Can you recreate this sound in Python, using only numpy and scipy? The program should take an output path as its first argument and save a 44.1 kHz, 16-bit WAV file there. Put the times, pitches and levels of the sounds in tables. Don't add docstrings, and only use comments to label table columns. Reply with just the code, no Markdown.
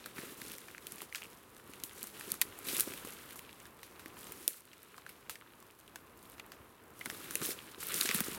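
import sys
import numpy as np
from scipy import signal
from scipy.fft import rfft, irfft, next_fast_len
from scipy.io import wavfile

SR = 44100
rng = np.random.default_rng(int(sys.argv[2]) if len(sys.argv) > 2 else 0)


def generate_wav(signal):
    frames = np.transpose(np.atleast_2d(signal))
    scaled = np.clip(frames, -1, 1) * 32767
    pcm = np.round(scaled).astype(np.int16)
    wavfile.write(sys.argv[1], SR, pcm)


N = 369537


def from_db(db):
    return 10 ** (np.asarray(db) / 20)


def rms_one(x):
    return x / np.sqrt(np.mean(x ** 2) + 1e-20)


def peak_one(x):
    return x / np.abs(x).max()


def in_time(rows):
    seconds, *columns = np.transpose(rows)
    t = np.arange(N) / SR
    return [np.interp(t, seconds, column) for column in columns]


def coloured(x, spectrum):
    size = next_fast_len(len(x) + 2048)
    hz, db = np.transpose(spectrum)
    log_hz = np.log(np.arange(size // 2 + 1) * SR / size + 1)
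    log_gain = np.interp(log_hz, np.log(hz), db) * np.log(10) / 20
    cepstrum = irfft(log_gain, size)
    cepstrum[1:size // 2] *= 2
    cepstrum[size // 2 + 1:] = 0
    response = np.exp(rfft(cepstrum))
    return irfft(rfft(x, size) * response, size)[:len(x)]


def drift(rate_hz):
    r = np.exp(-2 * np.pi * rate_hz / SR)
    noise = rng.standard_normal(N + SR)
    slow = signal.lfilter([1], [1, -2 * r, r * r], noise)
    return rms_one(slow[SR:])


def ring(x, hz, cycles):
    r = from_db(-60 * hz / (cycles * SR))
    w = 2 * np.pi * hz / SR
    return signal.lfilter([0, np.sin(w)], [1, -2 * r * np.cos(w), r * r], x)


def air():
    # (time [s], level [dB])
    hum = [(0.0, -62.5), (1.56, -63), (2.94, -59.5), (3.55, -62), (4.34, -60), (4.48, -68.5), (5.06, -65.5),
           (6.93, -61), (7.21, -61), (7.82, -60.5), (8.19, -60), (8.38, -52.5)]
    # (frequency [Hz], level [dB per Hz])
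    air_colour = [(15, -42), (25, -13), (74, 3), (167, 0), (357, 2.5), (456, 1), (582, -3.5), (806, -4),
                  (1030, 0), (2080, -11), (2810, -15), (4710, -56), (6170, -40), (12500, -17.5),
                  (16400, -21)]
    lift_db, waver_db, waver_hz = 2.5, 1.0, 4.6
    hum_db, = in_time(hum)
    level_db = hum_db + lift_db + waver_db * drift(waver_hz)
    return from_db(level_db) * rms_one(coloured(rng.standard_normal(N), air_colour))


def thuds():
    # (time [s], peak [dB], pitch [Hz])
    bumps = [(0.162, -47, 253), (0.319, -43, 286), (0.416, -48.5, 174), (0.463, -47, 262),
             (0.922, -48.5, 215), (1.693, -45.5, 350), (1.836, -43, 262), (2.034, -46, 226),
             (2.275, -40, 368), (2.317, -41.5, 208), (3.045, -40.5, 340), (3.07, -42.5, 473),
             (4.058, -42, 343), (4.478, -38.5, 490), (7.058, -46, 277), (7.351, -38, 432), (7.41, -38, 196),
             (7.42, -34.5, 427), (7.502, -53, 369), (8.012, -41, 352), (8.05, -34, 420), (8.092, -32, 403),
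             (8.146, -31, 211), (8.206, -30, 245), (8.315, -45, 191)]
    push_t60_s, cycles = 0.027, 4.04
    out, length = np.zeros(N + SR), SR // 10
    push = from_db(-60 * np.arange(length) / SR / push_t60_s)
    noises = rng.standard_normal((len(bumps), length))
    for (s, peak_db, hz), noise in zip(bumps, noises):
        thud = ring(ring(push * noise, hz, cycles), hz, cycles)
        at = round(s * SR)
        out[at:at + length] += from_db(peak_db) * peak_one(thud)
    low_cut = signal.butter(3, 110., "high", fs=SR, output="sos")
    return signal.sosfilt(low_cut, out[:N])


def snaps():
    # (time [s], crack peak [dB], crack pitch [Hz], knock peak [dB],
    # knock pitch [Hz], decay time before stretching [s], falling bits relative to the tear [dB])
    breaks = [(0.0596, -30, 10600.0, -35, 1640.0, 0.02, -19), (0.1819, -43, 9900.0, -34, 1840, 0.028, -14),
              (0.4166, -29, 11800.0, -35.5, 2450, 0.0086, -30),
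              (0.5176, -28, 9500.0, -42, 2580.0, 0.0083, -32),
              (0.5363, -33, 10400, -42, 2170.0, 0.007, -36.0),
              (0.583, -28.5, 9000.0, -41, 2410.0, 0.005, -22),
              (0.6838, -43, 8400.0, -40.5, 1800, 0.017, -31),
              (0.7805, -40, 7400.0, -34, 1950, 0.0056, -36.0),
              (0.8687, -26.5, 11600, -38, 4260, 0.0088, -23),
              (0.9213, -26.5, 10600.0, -46, 3980.0, 0.005, -24),
              (0.9827, -41, 8300.0, -46, 2670.0, 0.014, -15), (1.0185, -25, 9800, -36, 1250, 0.004, -23),
              (1.1252, -46, 6160, -34.5, 2410.0, 0.011, -31), (1.148, -31, 5770, -25, 2670, 0.0071, -22),
              (1.1504, -48, 8200.0, -37.5, 1590.0, 0.14, -16), (1.1553, -29, 7950, -40, 4530, 0.03, -12),
              (1.1582, -36, 7650, -32, 4600, 0.015, -18), (1.181, -46, 5000.0, -43, 2000.0, 0.056, -30),
              (1.219, -41, 10600.0, -36.5, 2660, 0.011, -34.0),
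              (1.2311, -48, 10100.0, -34, 2600, 0.0072, -36.0),
              (1.243, -48.0, 9900.0, -39.0, 2610.0, 0.0089, -34.0),
              (1.254, -55, 9000.0, -41, 2600.0, 0.0052, -30.0), (1.5662, -41, 7550, -49, 1600, 0.011, -39),
              (1.736, -34.5, 9700.0, -39.5, 2800, 0.0049, -24),
              (1.8003, -35.5, 7350, -52, 2130.0, 0.0098, -27.0),
              (1.837, -18, 12100, -30, 3160, 0.0034, -27), (2.0297, -16.5, 11400, -52, 1870, 0.0033, -29),
              (2.04, -29, 10300, -40.5, 1180, 0.0096, -36.0),
              (2.071, -31.0, 10100.0, -53, 1240, 0.0052, -38), (2.1957, -35, 9500, -51, 900.0, 0.016, -12),
              (2.2099, -39, 9700.0, -32.5, 2360, 0.006, -18),
              (2.3184, -12, 10500, -32.5, 3270, 0.0055, -43), (2.341, -25, 9400.0, -42, 1330, 0.0056, -35),
              (2.4145, -8.5, 11200, -19.5, 2940, 0.01, -34), (2.4181, -16.5, 8950, -21.5, 2240, 0.025, -36),
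              (2.589, -30, 11700, -43.5, 950, 0.006, -29), (2.6855, -24, 11100, -30.5, 4400, 0.0062, -12),
              (2.747, -28, 10900.0, -35, 3880, 0.038, -30),
              (2.7668, -20, 8900.0, -30, 2860.0, 0.008, -24.0),
              (2.7977, -7.5, 12100, -28, 3060, 0.0047, -30), (2.8066, -8, 11300, -24, 4310.0, 0.0054, -32),
              (2.937, -28, 11800.0, -37, 2960, 0.0069, -36.0),
              (2.9754, -28, 11200, -43, 3420.0, 0.004, -26), (3.049, -34, 9800.0, -40.5, 1240, 0.012, -12),
              (3.0735, -27, 11500, -41, 3060, 0.0035, -39),
              (3.3068, -38, 9700.0, -42.5, 2130, 0.021, -36.0),
              (3.3242, -32, 10200, -46.0, 2450.0, 0.0059, -30),
              (3.358, -33, 11000.0, -46, 970, 0.0072, -12.5), (3.392, -33, 9800, -38, 2930, 0.0095, -36.0),
              (3.5288, -39, 6670, -44.5, 3960.0, 0.0043, -36.0),
              (3.6018, -40, 7900, -48, 3080.0, 0.011, -26),
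              (3.655, -42, 9000.0, -43.5, 1790.0, 0.009, -23.0),
              (3.8312, -37, 8900.0, -40.5, 1590, 0.0067, -17), (3.9946, -42, 8900, -44.5, 1520, 0.018, -10),
              (4.0595, -34, 9700.0, -34, 1930, 0.0013, -30), (4.269, -36.5, 6760, -42, 1830, 0.0071, -18),
              (4.3211, -27, 11900, -43.0, 2200, 0.02, -36.0),
              (4.4787, -6, 11500, -20.5, 3200, 0.0059, -27.5),
              (4.7312, -48, 10200.0, -44.5, 2620, 0.028, -29), (4.98, -45.5, 6760, -42.5, 1180, 0.022, -19),
              (5.0642, -42.5, 9800.0, -37.5, 1400, 0.0077, -16),
              (5.092, -38, 11600, -43.5, 2520, 0.05, -11), (5.2957, -27, 9400, -34, 1300, 0.013, -14),
              (5.3554, -42, 8000, -38, 2330, 0.019, -38), (5.6261, -42, 8600.0, -49.5, 1050, 0.008, -36.0),
              (5.9582, -32, 8700, -37.5, 1790, 0.015, -23),
              (6.2988, -35, 10800.0, -52, 1080, 0.0036, -36.0),
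              (6.3818, -50, 10400.0, -47, 1500, 0.007, -9), (6.397, -38.5, 7400, -34.5, 2450, 0.014, -38),
              (6.4634, -42, 12200.0, -62, 1160.0, 0.009, -27.0),
              (6.5191, -38, 5740, -40.5, 1360, 0.0092, -24), (7.0107, -42, 9500.0, -34.5, 2180, 0.032, -20),
              (7.0584, -24.5, 10600, -28, 2320, 0.01, -28), (7.064, -42, 12100.0, -35, 1520, 0.017, -24),
              (7.1, -25.5, 7900, -29.5, 2020.0, 0.0058, -38),
              (7.107, -31, 9900.0, -47, 1390, 0.0079, -36.0),
              (7.113, -33, 9900.0, -39, 2170.0, 0.0041, -36.0),
              (7.3088, -23, 10000, -34.5, 1600, 0.0058, -18), (7.3546, -12, 10300, -28, 2700, 0.007, -24),
              (7.416, -30, 7650, -35, 1280, 0.015, -14), (7.5058, -39, 10300.0, -34.5, 2020, 0.0076, -38),
              (7.829, -36, 10000.0, -33.5, 1380, 0.01, -13), (7.942, -18, 9000, -37, 2740, 0.017, -36.0),
              (8.0112, -10, 7000, -18.5, 5070, 0.014, -23.5), (8.0565, -26, 8000, -29, 1700, 0.02, -6),
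              (8.0903, -20.5, 6800, -21.5, 2300, 0.0054, -20),
              (8.1125, -22, 8300.0, -20.5, 1790, 0.0055, -36), (8.1458, -13.5, 10700, -27, 1800, 0.01, -17),
              (8.1754, -24, 10700, -44, 1240, 0.0079, -30), (8.182, -29, 12000.0, -34, 2000.0, 0.0073, -30),
              (8.205, -12.5, 10900.0, -27.5, 1540, 0.0091, -28),]
    # (share of the pitch [ratio], level [dB per Hz])
    crack_colour = [(.1, -46.5), (.3, -16.5), (.6, -6), (1.0, -2.5), (1.3, -5), (1.7, -8)]
    # (frequency [Hz], level [dB per Hz])
    splinter_colour = [(600, -14), (1300, -6), (2500, 5), (4500, 5.5), (7000, 2), (11000, -11)]
    scatter_t60_s, knock_cycles, splinter_lift_db = 0.2, 4.6, 2.5
    out, length = np.zeros(N + SR), SR // 8
    t = np.arange(length) / SR
    noise = rng.standard_normal((len(breaks), 2, length))
    for row, (tear, scatter) in zip(breaks, noise):
        s, crack_db, crack_hz, knock_db, knock_hz, decay_s, scatter_db = row
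        burst_t60_s = max(1.5 * decay_s, .002)
        burst = tear * from_db(-60 * (t / burst_t60_s) ** .7)
        falling_bits = scatter * from_db(scatter_db - 60 * t / scatter_t60_s)
        debris = burst + falling_bits
        crack = peak_one(coloured(debris, np.multiply(crack_colour, [crack_hz, 1])))
        jolt = np.diff(burst, prepend=0)
        knock = peak_one(ring(ring(jolt, knock_hz, knock_cycles), knock_hz, knock_cycles))
        splinter_db = min(crack_db, knock_db) + splinter_lift_db
        splinter = peak_one(coloured(debris, splinter_colour))
        snap = from_db(crack_db) * crack + from_db(knock_db) * knock + from_db(splinter_db) * splinter
        at = round(s * SR)
        out[at:at + length] += snap
    return out[:N]


def pressure():
    # (start [s], length [s], leaf rustle [dB],
    # swell while pressed [dB], stalk scrape [dB], ground crunch [dB])
    presses = [(0.0, 0.11, -70, -0.5, -58.5, -56.5), (0.166, .16, -51.5, 0.5, -55.5, -53.5),
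               (0.38, .16, -51, 2, -58.5, -57.5), (0.606, .15, -60, 0, -61, -59),
               (0.82, 0.21, -56.5, 2, -62, -60), (1.122, 0.21, -60.5, 1.5, -66, -66),
               (1.382, 0.263, -72, 1.5, -70.5, -68), (1.68, 0.25, -62.5, 4.5, -63, -67.5),
               (1.963, 0.13, -52.5, 0, -61, -57.5), (2.142, 0.2, -53, 4.5, -59.5, -56),
               (2.463, 0.17, -61.5, 2.5, -60.5, -59.5), (2.675, 0.14, -40, 1, -50, -47.5),
               (2.872, 0.15, -49, -3, -53.5, -51), (3.08, 0.26, -53.5, -3.5, -56, -58),
               (3.384, 0.31, -59.5, -5, -61, -62), (3.804, 0.46, -68, 1.5, -70, -64),
               (4.17, 0.28, -56.5, 4.5, -63, -60), (4.516, 0.07, -53.5, -2.5, -68.5, -74),
               (4.688, 0.31, -69, 2.5, -67, -70.5), (5.076, 0.38, -76, -5.5, -67.5, -64),
               (5.477, 0.53, -68, -2, -75, -80), (6.196, 0.13, -64.5, 4.5, -73.5, -74),
               (6.46, 0.2, -81, 1.5, -72, -75), (6.972, .2, -58.5, 9.5, -64.5, -63),
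               (7.202, 0.19, -50.5, 0, -54, -52.5), (7.426, .09, -41, -1, -49.5, -47),
               (7.562, 0.19, -59.5, -2.5, -59, -67), (7.812, 0.14, -45, 5.5, -53.5, -55),
               (7.96, 0.095, -41.5, -1.5, -47.5, -50.5), (8.079, 0.12, -43, 2, -45, -49.5),
               (8.243, 0.11, -43.5, -1.5, -48.5, -53.5)]
    rest_db = [-69, -68.5, -69.5]
    attack_db_per_s, release_db_per_s = 446, 250
    settle_db, settle_db_per_s = -8, 55
    t = np.arange(N) / SR
    power = from_db(rest_db)[:, None] ** 2 * np.ones(N)
    for s, length, leaf_db, swell_db, stalk_db, ground_db in presses:
        before = np.maximum(s - t, 0)
        after = np.maximum(t - s - length, 0)
        held_db = swell_db * np.clip((t - s) / length, 0, 1)
        letting_go_db = np.maximum(-release_db_per_s * after, settle_db - settle_db_per_s * after)
        shape_db = held_db - attack_db_per_s * before + letting_go_db
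        layer_power = from_db([leaf_db, stalk_db, ground_db]) ** 2
        power = power + np.outer(layer_power, from_db(2 * shape_db))
    return 10 * np.log10(power)


def grains(level_db, per_s, spread_db, grain_s, smooth, clump_db, spectrum, count):
    denser, quiet_db = .6, -60.5
    rate = per_s * from_db(denser * (level_db - quiet_db))
    sizes = from_db(spread_db * np.minimum(rng.exponential(1, N), 5)) / np.sqrt(rate)
    clumping = from_db(clump_db * drift(15.0))
    born = rng.random(N) < rate * clumping / SR
    edges = np.geomspace(spectrum[0][0], spectrum[-1][0], count + 2)
    kind = rng.integers(0, count, N)
    fade = np.exp(-1 / (grain_s * SR))
    crackle = 0
    for k in range(count):
        starts = sizes * born * (kind == k) + 1e-18
        puffs = signal.lfilter([1], [1, -fade], starts)
        band = signal.butter(1, [edges[k], min(edges[k + 2], 19000)], "band", fs=SR)
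        pieces = signal.lfilter(*band, puffs * rng.standard_normal(N))
        crackle = crackle + rms_one(pieces) * np.sqrt(edges[k + 1])
    friction = smooth * rng.standard_normal(N) * np.sqrt(SR / 2 / edges[-1])
    mix = rms_one(crackle) + friction
    return from_db(level_db) * rms_one(coloured(mix, spectrum))


def litter():
    # (frequency [Hz], level [dB per Hz])
    leaf_colour = [(2500, -4.5), (4000, -0.5), (6400, -1), (9900, 4.5), (12000, 6), (13500, 1.5),
                   (15000, 6), (18000, -2)]
    stalk_colour = [(700, -24), (1200, 5), (1900, 2.5), (2800, 2.5), (4000, -1), (6000, -17)]
    ground_colour = [(30, -37), (90, -14), (150, -6.5), (260, -3), (380, -0.5), (500, -3.5), (750, -17)]
    leaf_db, stalk_db, ground_db = pressure()
    leaves = grains(leaf_db, per_s=600., spread_db=4.1, grain_s=0.00048, smooth=0.73,
                    clump_db=5., spectrum=leaf_colour, count=4)
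    stalks = grains(stalk_db, per_s=300., spread_db=4.1, grain_s=0.00069, smooth=0.85,
                    clump_db=4., spectrum=stalk_colour, count=3)
    ground = grains(ground_db, per_s=60., spread_db=4.3, grain_s=0.0026, smooth=1.0,
                    clump_db=4.3, spectrum=ground_colour, count=2)
    return leaves + stalks + ground


def scene():
    mono = air() + thuds() + snaps() + litter()
    return mono[None]


def record(dry):
    soften = signal.butter(2, 15000, fs=SR, output="sos")
    step_down = signal.ellip(9, .5, 40, 16500, fs=SR, output="sos")
    band_end = signal.cheby2(12, 50, 18200, fs=SR, output="sos")
    soft = signal.sosfilt(soften, dry)
    stepped = signal.sosfilt(step_down, soft)
    return signal.sosfilt(band_end, stepped)


dry = scene()
out = record(dry)
generate_wav(out)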